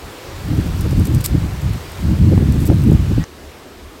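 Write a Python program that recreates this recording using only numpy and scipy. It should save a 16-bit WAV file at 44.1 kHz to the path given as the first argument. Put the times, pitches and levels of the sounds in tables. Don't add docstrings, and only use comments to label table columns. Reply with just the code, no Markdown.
import sys
import numpy as np
from scipy import signal
from scipy.fft import rfft, irfft
from scipy.io import wavfile
from scipy.ndimage import uniform_filter1d

SR = 44100
rng = np.random.default_rng(int(sys.argv[2]) if len(sys.argv) > 2 else 0)


def inscribe(sig):
    pcm = np.round(np.clip(np.atleast_2d(sig).T, -1, 1) * 32767)
    wavfile.write(sys.argv[1], SR, pcm.astype(np.int16))


N = 176400
TIME = np.arange(N) / SR
CUT_S = 3.242


def amp(db):
    return 10 ** (np.asarray(db) / 20)


def unit_rms(x):
    return x / np.sqrt(np.mean(x ** 2) + 1e-20)


def curve(points):
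    return np.interp(TIME, *np.transpose(points))


def gain_at(spectrum, hz):
    frequencies, db = np.transpose(spectrum)
    return amp(np.interp(np.log(hz + 1), np.log(frequencies + 1), db))


def add(mix, start_s, sound):
    part = mix[max(round(start_s * SR), 0):][:len(sound)]
    part += sound[:len(part)]


def noise(spectrum):
    white = rfft(rng.standard_normal(N))
    return unit_rms(irfft(white * gain_at(spectrum, np.fft.rfftfreq(N, 1 / SR)), N))


def steadied(x, span_s):
    size = int(span_s * SR)
    power = uniform_filter1d(uniform_filter1d(x ** 2, size), size)
    return x / np.sqrt(abs(power) + 1e-6)


def coloured(x, spectrum, size=1024):
    log_gain = np.log(gain_at(spectrum, abs(np.fft.fftfreq(size, 1 / SR))))
    taps = np.fft.ifft(np.exp(np.conj(signal.hilbert(log_gain)))).real
    return signal.oaconvolve(x, taps / np.linalg.norm(taps))[:N]


# time in seconds, relative level in dB.
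GUST_LEVEL = [(0.0, -51), (0.06, -30), (0.15, -51), (0.32, -32), (0.36, -43), (0.39, -30), (0.53, -15),
              (0.56, -19), (0.59, -11), (0.63, -20), (0.94, -15), (1.01, -8), (1.05, -18), (1.17, -10),
              (1.22, -22), (1.27, -28), (1.34, -9), (1.38, -14), (1.4, -21), (1.43, -15), (1.51, -24),
              (1.54, -19), (1.57, -26), (1.67, -13), (1.76, -20), (1.81, -35), (1.96, -33), (2.05, -14),
              (2.12, -11), (2.16, -17), (2.23, -8), (2.47, -14), (2.5, -8), (2.53, -15), (2.64, -13),
              (2.67, -18), (2.69, -11), (2.83, -15), (2.95, -7), (2.98, -17), (3.0, -11), (3.04, -16),
              (3.21, -13), (3.23, -23)]
FLUTTER_EXTRA = [(0, -3), (.5, 1.5), (.75, -3), (1.1, 0), (1.35, -1.5), (1.45, 0), (1.6, -8.5), (1.8, -3.5),
                 (2.05, 1), (2.3, 2), (2.6, 1), (2.8, 3.5), (2.9, 2.5), (3.03, -5.5), (3.23, -1)]
BREEZE_LEVEL = [(0, -44), (.07, -36), (.16, -61), (.35, -29.5), (3.25, -50), (3.5, -38.5), (3.66, -56),
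                (3.84, -35.5), (4, -50)]
# frequency in Hz, relative spectral density in dB.
RUMBLE_SPECTRUM = [(10, -52), (25, -22), (38, -7), (55, -3), (76, 0.5), (100, -1.5), (135, -3),
                   (180, -12.5), (230, -23), (320, -31), (450, -56), (800, -78), (2000, -90)]
FLUTTER_SPECTRUM = [(70, -25), (135, 5.5), (170, 6), (215, 1.5), (260, -2), (315, -1), (360, -16.5),
                    (520, -24.5), (750, -33), (1300, -50), (4000, -65)]
BREEZE_SPECTRUM = [(15, -48), (35, -2), (55, -5), (75, 6), (100, -11), (160, -16), (400, -53)]


def buffeting(strong_db=-12, flutter_growth=1.24, stop_s=.004):
    gust_db = curve(GUST_LEVEL)
    flutter_db = strong_db - 7 + curve(FLUTTER_EXTRA) + flutter_growth * (gust_db - strong_db)
    rumble = steadied(noise(RUMBLE_SPECTRUM), span_s=.037) * amp(gust_db - 1)
    flutter = steadied(noise(FLUTTER_SPECTRUM), span_s=.045) * amp(flutter_db)
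    breeze = noise(BREEZE_SPECTRUM) * amp(curve(BREEZE_LEVEL))
    before_cut = np.clip((CUT_S - TIME) / stop_s, 0, 1)
    return before_cut * (rumble + flutter) + breeze


def hiss(spectrum, patchy_db=1.0):
    _, _, bands = signal.stft(noise(spectrum), SR, nperseg=1024, noverlap=768)
    patches = uniform_filter1d(rng.standard_normal(bands.shape), size=12, axis=0)
    patches = unit_rms(uniform_filter1d(patches, size=14, axis=1))
    _, patchy = signal.istft(bands * amp(patchy_db * patches), nperseg=1024, noverlap=768)
    return unit_rms(patchy[:N])


# frequency in Hz, relative spectral density in dB.
BEFORE_CUT_SPECTRUM = [(20, -23), (60, -7), (150, -13), (350, 5), (600, -2.5), (1200, -4.5), (2200, -8.5),
                       (3300, -11), (4600, -13), (6600, -17.5), (8300, -18), (9600, -23), (12300, -21),
                       (16000, -24.5)]
AFTER_CUT_SPECTRUM = [(20, -18), (45, -8), (75, -4), (130, -3), (200, -1.5), (320, 4), (600, -3.5),
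                      (900, -6), (1500, -9.5), (2500, -12.5), (4800, -16.5), (6600, -20), (8300, -21),
                      (9600, -26), (12300, -24), (16000, -28)]
# time in seconds, relative level in dB.
BEFORE_CUT_SWELL = [(0, -1), (.65, 1.5), (1.4, 0.5), (2.2, 0.5), (2.8, 0), (3.24, 0)]
AFTER_CUT_SWELL = [(3.24, -0.041), (3.5, 1), (3.7, 0.14), (4, 0.086)]


def distant_air(before_db=-35, after_db=-39.5):
    before = hiss(BEFORE_CUT_SPECTRUM) * amp(before_db + curve(BEFORE_CUT_SWELL))
    after = hiss(AFTER_CUT_SPECTRUM) * amp(after_db + curve(AFTER_CUT_SWELL))
    return np.where(TIME < CUT_S, before, after)


# centre in seconds, Gaussian width in seconds,
# pitch in Hz, glide in Hz per second, level in dB.
WHISTLE_TONES = [(.25, .085, 525, 350, -42), (3.222, .014, 1915, 0, -40)]


def whistles(waver_hz=14):
    out = np.zeros(N)
    for centre, width, hz, glide, db in WHISTLE_TONES:
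        t = TIME - centre
        waver = waver_hz * unit_rms(uniform_filter1d(rng.standard_normal(N), size=600))
        phase = 2 * np.pi * np.cumsum(hz + glide * t + waver) / SR
        out += amp(db) * np.exp(-.5 * (t / width) ** 2) * unit_rms(np.sin(phase))
    return out


def slips(size, per_s, spread_db):
    chance, strength, sign = rng.random((3, size))
    heights = amp(-spread_db * np.log(strength + .036))
    return unit_rms((chance < per_s / SR) * heights * np.sign(sign - .5))


def thinned(x, edge_hz):
    return signal.lfilter(*signal.butter(2, edge_hz, "highpass", fs=SR), x)


# start in seconds, relative level in dB, lower band edge in Hz.
TWIG_TICKS = [(.809, -23.5, 4500), (.816, -29, 4500), (0.909, -29, 4500), (.915, -36, 4500),
              (.996, -27, 4500), (1.054, -22.5, 3000), (1.07, -22.5, 3000), (1.147, -25, 3500),
              (1.158, -31, 4500), (1.207, -28, 3500), (1.241, -18, 3000), (1.2601, -9, 5000),
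              (1.2615, -29, 5000), (1.617, -32, 4500), (1.693, -39, 4500), (1.733, -33, 4500),
              (1.917, -31, 6000), (2.523, -27.5, 5000), (2.603, -32, 3000), (2.653, -38, 6500),
              (2.667, -29, 6500), (2.674, -21, 6500), (2.741, -32, 7000), (2.806, -35, 5000),
              (2.838, -30, 6000), (2.91, -32, 4000), (2.93, -32, 6000)]
# start in seconds, length in seconds, relative level in dB,
# lower band edge in Hz.
TWIG_SCRAPES = [(1.046, .028, -41, 3000), (1.146, 0.0095, -39, 4000), (1.21, 0.0044, -32, 3500),
                (1.244, 0.019, -22.5, 1540), (2.602, 0.036, -39.5, 5000), (2.653, 0.019, -33.5, 6000)]
# start in seconds, end in seconds, relative level in dB.
TWIG_CRACKLE = [(0.452, 1.304, -48.5), (1.61, 2.2, -53), (2.502, 2.97, -50)]
# frequency in Hz, relative gain in dB.
TWIG_RESPONSE = [(300, -32), (1200, 6), (1700, -26), (2100, -1), (2700, -8), (3600, -5), (4100, -5),
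                 (4700, -1.5), (6300, -7), (8100, 0.5), (10200, -7), (12000, -0.5), (14000, -6),
                 (16000, -9)]


def twigs(rise_s=.0006, decay_s=.0015, tick_tail_s=.006, scrape_tail_s=.022, size=4096):
    force, t = np.zeros(N), np.arange(size) / SR
    decay = np.exp(-t / decay_s) + amp(-11) * np.exp(-t / tick_tail_s)
    tick_envelope = np.minimum(t / rise_s, 1) * decay
    for start, db, edge_hz in TWIG_TICKS:
        add(force, start, amp(db) * thinned(tick_envelope * rng.standard_normal(size), edge_hz))
    for start, length, db, edge_hz in TWIG_SCRAPES:
        tail = amp(-14) * np.exp(-np.maximum(t - length, 0) / scrape_tail_s)
        friction = np.where(t < length, 1, tail) * slips(size, per_s=7600, spread_db=3)
        add(force, start, amp(db) * thinned(friction, edge_hz))
    grain = tick_envelope * rng.standard_normal(size)
    crackle = unit_rms(signal.oaconvolve(slips(N, per_s=84, spread_db=2), grain)[:N])
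    for start, end, db in TWIG_CRACKLE:
        add(force, start, amp(db) * crackle[int(start * SR):int(end * SR)])
    return coloured(force, TWIG_RESPONSE)


# centre in seconds, level in dB,
# Gaussian width in seconds, upper band edge in Hz.
EDDY_SLAPS = [(0.52, -17, 0.0044, 228), (0.532, -31, 0.0065, 704), (.589, -16.5, 0.0065, 260),
              (0.662, -20.5, 0.005, 240), (.86, -19.5, 0.0069, 373), (.93, -19.5, 0.0027, 337),
              (1.007, -14, 0.007, 265), (1.09, -20.5, 0.016, 330), (1.134, -30, 0.021, 300),
              (1.353, -24, 0.012, 333), (1.445, -24, 0.0065, 303), (2.115, -21.5, 0.0051, 240),
              (2.325, -14.5, 0.01, 397), (2.415, -18.5, 0.015, 360), (2.57, -21, 0.017, 322),
              (2.622, -23.5, 0.017, 308), (2.693, -14, 0.0088, 333), (2.719, -15, 0.0057, 536),
              (2.89, -11.5, 0.022, 280), (2.922, -12.5, 0.0062, 350), (2.951, -17.5, 0.0065, 290),
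              (3.116, -13.5, 0.0045, 327), (3.184, -11, 0.0039, 320)]


def slaps(low_edge_hz=220, rolloff_order=5.5, size=8192):
    out, t = np.zeros(N), (np.arange(size) - size / 2) / SR
    hz = np.fft.rfftfreq(size, 1 / SR)
    low_cut = 1 - np.exp(-(hz / low_edge_hz) ** 2)
    for centre, db, width, edge_hz in EDDY_SLAPS:
        band = low_cut / np.sqrt(1 + (hz / edge_hz) ** (2 * rolloff_order))
        envelope = np.exp(-.5 * (t / width) ** 2)
        puff = irfft(rfft(rng.standard_normal(size)) * band) * envelope
        add(out, centre + t[0], amp(db) * puff * np.linalg.norm(envelope) / np.linalg.norm(puff))
    return out


# centre in seconds, peak before clipping in dB, half width in seconds.
GUST_POPS = [(1.3605, -8, .0012), (2.378, 3, .0012), (2.7015, 5, .001), (2.917, -6, .0008),
             (3.18, -6, .0012)]


def pops(rounding=.5, size=2048):
    out, t = np.zeros(N), (np.arange(size) - size / 2) / SR
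    for centre, db, width in GUST_POPS:
        scaled_time = t / width
        spike = np.gradient(scaled_time * np.exp(-np.hypot(scaled_time, rounding)))
        add(out, centre + t[0], amp(db) * spike / spike.max())
    return out


# frequency in Hz, relative gain in dB.
SOFT_TICK_RESPONSE = [(300, -2), (2000, -2), (4000, -18), (6500, -5), (7800, -28), (16000, -41)]


def soft_tick(level_db=-25, decay_s=.0022, size=512):
    force, t = np.zeros(N), np.arange(size) / SR
    burst = np.exp(-t / decay_s) * rng.standard_normal(size)
    add(force, CUT_S - .002, amp(level_db) * burst)
    return coloured(force, SOFT_TICK_RESPONSE)


def scene():
    return (buffeting() + distant_air() + whistles() + twigs() + slaps() + pops() + soft_tick())[None]


def record(dry, band_edge_hz=16100):
    clipped = np.clip(dry, -1, 1)
    low_pass = signal.firwin(511, band_edge_hz, window=("kaiser", 9), fs=SR)
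    return signal.oaconvolve(clipped, low_pass[None], "same")


dry = scene()
out = record(dry)
inscribe(out)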